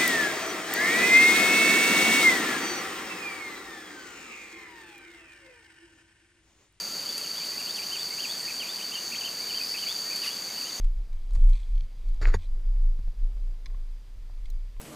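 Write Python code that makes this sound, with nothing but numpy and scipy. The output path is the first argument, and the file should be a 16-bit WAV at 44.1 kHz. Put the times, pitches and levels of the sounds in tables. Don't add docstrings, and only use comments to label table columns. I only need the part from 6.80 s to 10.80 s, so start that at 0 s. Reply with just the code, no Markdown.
import sys
import numpy as np
from scipy import signal
from scipy.fft import rfft, irfft
from scipy.io import wavfile
from scipy.ndimage import uniform_filter1d

SR = 44100
rng = np.random.default_rng(int(sys.argv[2]) if len(sys.argv) > 2 else 0)


def transcribe(u):
    v = np.clip(np.atleast_2d(u).T, -1, 1)
    q = np.round(v * 32767).astype(np.int16)
    wavfile.write(sys.argv[1], SR, q)


N = 176400

# freq_hz, gain_db
AIR_SPECTRUM = [(25, -22), (55, -24), (90, -11), (130, -4), (200, 1.5), (350, 1), (700, -1.5), (1500, -2),
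                (2800, -2.5), (5500, -2.5), (7500, -6.5), (8500, -7.5), (9150, -4.5), (10200, -10),
                (12000, -11), (14200, -6), (15300, -15)]
# freq_hz, gain_db
AIR_SIDE_SPECTRUM = [(30, -4), (120, -20), (300, -20.5), (700, -15), (2800, -17), (4500, -57), (15000, -33)]
# freq_hz, gain_db
RUMBLE_SPECTRUM = [(10, -10), (25, -6), (50, -2), (80, 4), (130, -24), (400, -60)]
# pitch_hz, end_s, level_db
FADING_TONES = [(561, 0.56, -59.5), (1340, 0.65, -60)]
# stroke_rate_hz, relative_db
RASPING_INSECTS = [(33.65, -9), (77.4, -6), (96.6, -12), (58.72, -5.5), (169.45, -9)]
# freq_hz, gain_db
LOW_WING_RESONANCE = [(4100, -35.5), (4290, -17), (4385, -6.5), (4440, -3.5), (4620, 1.5), (4830, -5.5),
                      (4920, -11), (5080, -26), (5300, -30.5)]
# freq_hz, gain_db
HIGH_WING_RESONANCE = [(5700, -35), (6000, 0), (6130, -7), (6340, 4), (6630, 1), (6880, 0.5), (7050, -11),
                       (7500, -9), (7800, -30)]
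# time_s, level_db
LOW_CHORUS_ENVELOPE = [(0, -36.5), (.6, -36), (1.4, -35.5), (1.9, -37), (2.6, -37.6), (2.82, -33.5),
                       (3.2, -35), (3.48, -34.5), (3.66, -40), (3.82, -34), (3.92, -41.5)]
# pitch_hz, pulse_rate_hz, level_db
CRICKET_TRILLS = [(4444, 10.3, -44.5), (4615, 34, -44), (5310, 28, -66), (6014, 17, -58), (6335, 40, -60),
                  (6868, 22, -62), (7390, 30, -66), (9260, 45, -64)]
# start_s, length_s, start_hz, middle_hz, end_hz, relative_db
WARBLE_NOTES = [ (0.19, 0.036, 3230, 2900, 2550, -52), (0.26, 0.057, 2680, 3370, 3500, -48),
                (0.366, 0.052, 2270, 2700, 2450, -47), (0.427, 0.041, 3300, 2950, 2320, -46.5),
                (0.551, 0.061, 2680, 3460, 2700, -46), (0.601, 0.051, 2700, 2455, 3640, -45.5),
                (0.777, 0.043, 2010, 2800, 2200, -43.5), (0.864, .058, 2720, 3280, 4050, -44.5),
                (0.958, 0.043, 3690, 2920, 2150, -41.5), (1.013, 0.032, 2260, 2730, 3100, -43.5),
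                (1.108, 0.062, 2510, 3130, 2210, -40.5), (1.18, 0.043, 3100, 3600, 3670, -44.5),
                (1.379, 0.034, 2330, 2880, 3420, -39.5), (1.427, 0.034, 3210, 2830, 2200, -38),
                (1.478, 0.049, 3350, 3410, 3880, -43), (1.67, 0.045, 1760, 2620, 1920, -40.5),
                (1.797, 0.043, 3190, 2895, 2290, -38), (1.857, 0.028, 3200, 2495, 3130, -48),
                (1.881, 0.039, 3280, 3560, 3700, -42.5), (1.983, 0.025, 3300, 2840, 2250, -44.5),
                (2.005, 0.027, 2360, 2860, 3170, -41.5), (2.115, 0.046, 2475, 3090, 2950, -41.5),
                (2.151, 0.039, 3090, 2820, 3100, -37.5), (2.313, 0.038, 1980, 2680, 1920, -41),
                (2.345, .024, 2000, 2935, 3330, -40.5), (2.405, 0.022, 3200, 2990, 2330, -40),
                (2.431, 0.054, 2400, 3110, 2380, -39), (2.606, .042, 1910, 2390, 1900, -49.5),
                (2.69, 0.033, 3080, 2900, 2250, -41), (2.732, .068, 2345, 3225, 2400, -43.5),
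                (2.802, 0.021, 2290, 2520, 2580, -41.5), (2.937, 0.03, 2080, 2630, 2200, -39),
                (2.97, 0.025, 2500, 3000, 3100, -42), (3.022, 0.023, 2780, 2960, 2380, -39),
                (3.059, 0.029, 2050, 2470, 3450, -43), (3.082, 0.043, 3390, 3446, 3780, -40),
                (3.296, .048, 1980, 2510, 1950, -44.5), (3.418, 0.034, 3030, 2850, 2420, -38.5),
                (3.468, 0.026, 2520, 2980, 2400, -40), (3.494, 0.034, 2574, 3220, 3440, -43),
                (3.754, 0.038, 2440, 2860, 3120, -49), (3.808, 0.019, 3070, 2730, 2380, -47),
                (3.845, 0.044, 2460, 3020, 3000, -48), (3.89, 0.026, 4300, 3850, 3300, -47)]
# start_s, pitch_hz, relative_db
MURMUR_NOTES = [(.725, 2000, -51), (1.30, 2200, -47), (1.615, 1856, -52.5), (2.56, 1750, -59),
                (2.90, 2010, -54), (3.245, 1850, -50.5), (3.675, 2190, -51)]
# time_s, gain_db
WARBLER_DIRECT_GAIN = [(.6, -1.5), (1.6, 0)]
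# start_s, rise_s, decay_s, level_db, body_relative_db
RUSTLE_BURSTS = [(.379, .0004, 0.0014, -29, -20), (.380, .001, .018, -40, -17),
                 (.648, 0.0055, .014, -42, -14), (.795, .006, .014, -44, -14), (.955, .012, .03, -43, -15),
                 (3.360, 0.0015, .016, -40, -1), (3.42, 0.031, 0.048, -43, 5.5)]
# freq_hz, gain_db
RUSTLE_TREBLE_SPECTRUM = [(200, -45), (900, -12), (1700, -10), (4000, 2), (9000, 7), (12000, 5.5),
                          (16000, -20)]
# freq_hz, gain_db
RUSTLE_BODY_SPECTRUM = [(600, -26), (1200, -4), (1700, -1), (4000, 1), (5500, -1), (9000, -35)]
# start_s, start_hz, level_db
FAR_CHIRPS = [(.905, 4300, -47.5), (1.02, 5200, -46), (1.16, 6800, -52.5), (1.295, 5900, -52),
              (1.435, 7000, -49), (1.56, 7100, -49), (1.70, 7000, -53.5), (1.825, 5900, -52.5),
              (1.975, 6800, -53)]
# time_s, peak_db
SNAP_STROKES = [(1.352, -23.5), (1.960, -22.5), (2.590, -24.5), (2.611, -22), (2.824, -21.5),
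                (2.835, -22.5)]


def undb(db):
    return 10 ** (np.asarray(db) / 20)


def unit(x):
    return x / np.sqrt(np.mean(x ** 2))


def walk(rate_hz):
    hold = max(2, int(SR / rate_hz))
    steps = np.repeat(rng.standard_normal(N // hold + 1), hold)
    return unit(uniform_filter1d(uniform_filter1d(steps, hold), hold)[:N])


def sine(hz):
    return np.sin(2 * np.pi * np.cumsum(hz) / SR)


def colour(x, spectrum):
    hz, db = np.array(spectrum).T
    bin_hz = np.maximum(np.arange(N // 2 + 1) * SR / N, 1)
    return irfft(rfft(x) * undb(np.interp(np.log(bin_hz), np.log(hz), db)), N)


def scatter(x, t60_s=0.34):
    t = np.arange(SR // 2) / SR
    tail = rng.standard_normal(len(t)) * np.exp(-np.log(1000) * t / t60_s)
    return irfft(rfft(x) * rfft(tail / np.linalg.norm(tail), N), N)


def blur(x, echo_db):
    return (x + undb(echo_db) * scatter(x)) / np.hypot(1, undb(echo_db))


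def stereo(mid, side):
    return np.array([mid + side, mid - side])


def add(out, start_s, x):
    i = max(0, int(start_s * SR))
    out[i:i + len(x)] += x[:max(0, N - i)]


def air(wash_db=-41.5, rumble_db=-73):
    mid = undb(wash_db) * unit(colour(rng.standard_normal(N), AIR_SPECTRUM))
    side = undb(wash_db) * unit(colour(rng.standard_normal(N), AIR_SPECTRUM))
    rumble = undb(rumble_db) * unit(colour(rng.standard_normal(N), RUMBLE_SPECTRUM))
    return stereo(mid, colour(side, AIR_SIDE_SPECTRUM) + rumble)


def far_tones(t, waver=0.0114, fade_s=0.14):
    out = np.zeros(N)
    for hz, end_s, db in FADING_TONES:
        fade = np.clip((end_s - t) / fade_s, 0, 1)
        out += undb(db) * fade * unit(sine(hz * (1 + waver * walk(56.3))))
    return out


def chorus(wing, jitter=.07, spread_db=2.5, echo_db=5.5, max_strokes=1024):
    out = np.zeros(N)
    for rate_hz, db in RASPING_INSECTS:
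        gap, size, offset = rng.standard_normal((max_strokes, 3)).T
        at_sample = (np.cumsum(1 + jitter * gap) - abs(offset[0])) / rate_hz * SR
        inside = (at_sample >= 0) & (at_sample < N)
        strokes = np.zeros(N)
        strokes[at_sample[inside].astype(int)] = undb(db + spread_db * size[inside])
        out += strokes + undb(echo_db) * scatter(strokes)
    return unit(colour(out, wing))


def crickets(rate_drift=0.0988, pitch_drift=.003):
    out = np.zeros(N)
    for hz, rate_hz, db in CRICKET_TRILLS:
        pulse_hz = rate_hz * (1 + rate_drift * walk(6))
        pulses = sine(pulse_hz / 2) ** 2
        tone = sine(hz * (1 + pitch_drift * walk(50)))
        out += undb(db) * unit(pulses * tone)
    return blur(out, echo_db=-8)


def whistle(length_s, pitches_hz, waver, attack_s=.007, release_s=.004, overtone_db=-26):
    t = np.arange(int(length_s * SR)) / SR
    glide_hz = np.polyval(np.polyfit([0, .5, 1], pitches_hz, 2), t / length_s)
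    hz = glide_hz * (1 + waver[:len(t)])
    ramp = np.clip(np.minimum(t / attack_s, (length_s - t) / release_s), 0, 1)
    gate = np.sin(np.pi / 2 * ramp) ** 2
    return unit(gate * (sine(hz) + undb(overtone_db) * sine(2 * hz)))


def warbler(t, murmur_s=0.0403, murmur_rise=0.087, flutter_db=1.7, echo_db=-7.8, width=0.18, gain_db=-.3):
    song, waver = np.zeros(N), .013 * walk(500)
    for start_s, length_s, *pitches_hz, db in WARBLE_NOTES:
        add(song, start_s, undb(db) * whistle(length_s, pitches_hz, waver[int(start_s * SR):]))
    for start_s, hz, db in MURMUR_NOTES:
        pitches_hz = [hz * (1 - murmur_rise), hz, hz]
        add(song, start_s, undb(db) * whistle(murmur_s, pitches_hz, waver[int(start_s * SR):]))
    song *= undb(gain_db + flutter_db * walk(300))
    direct = song * undb(np.interp(t, *np.array(WARBLER_DIRECT_GAIN).T))
    return stereo(direct + undb(echo_db) * scatter(song), width * scatter(song))


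def rustles(t, grain_db=4):
    crackle = rng.standard_normal(N) * undb(grain_db * walk(2500))
    treble = unit(colour(crackle, RUSTLE_TREBLE_SPECTRUM))
    body = unit(colour(crackle[::-1], RUSTLE_BODY_SPECTRUM))
    out = np.zeros(N)
    for start_s, rise_s, decay_s, db, body_db in RUSTLE_BURSTS:
        rise = np.clip((t - start_s) / rise_s, 0, 1)
        decay = np.exp(-np.maximum(t - start_s - rise_s, 0) / decay_s)
        out += undb(db) * rise * decay * (treble + undb(body_db) * body)
    return out


def far_bird(length_s=.065, rise_hz=1800):
    out, waver = np.zeros(N), .0312 * walk(700)
    for start_s, hz, db in FAR_CHIRPS:
        pitches_hz = [hz, hz + rise_hz / 2, hz + rise_hz]
        add(out, start_s, undb(db) * whistle(length_s, pitches_hz, waver[int(start_s * SR):]))
    return blur(out, echo_db=-2)


def snaps():
    strokes = np.zeros(N)
    for time_s, peak_db in SNAP_STROKES:
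        strokes[int(time_s * SR)] = undb(peak_db)
    ring_peak = colour(signal.unit_impulse(N), LOW_WING_RESONANCE).max()
    return colour(strokes, LOW_WING_RESONANCE) / ring_peak


def buzz(t, start_s=2.80, length_s=.18, pitch_hz=5000, arch_hz=170, shake_hz=95, depth=.029):
    swell = np.sin(np.pi * np.clip((t - start_s) / length_s, 0, 1))
    shake = np.sin(2 * np.pi * shake_hz * t) + .5 * walk(400)
    voice = sine((pitch_hz + arch_hz * swell) * (1 + depth * shake))
    return undb(-44.5) * swell * unit(voice + scatter(voice))


def scene():
    t = np.arange(N) / SR
    background = air() + far_tones(t)
    low_db = np.interp(t, *np.array(LOW_CHORUS_ENVELOPE).T) + .4 * walk(20)
    high_db = -45 - 1.5 * walk(7.23)
    rasp = undb(low_db) * chorus(LOW_WING_RESONANCE) + undb(high_db) * chorus(HIGH_WING_RESONANCE)
    return background + rasp + crickets() + warbler(t) + rustles(t) + far_bird() + snaps() + buzz(t)


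def record(dry, cutoff_hz=15400):
    return signal.sosfilt(signal.ellip(10, .1, 80, cutoff_hz, fs=SR, output="sos"), dry)


dry = scene()
out = record(dry)
transcribe(out)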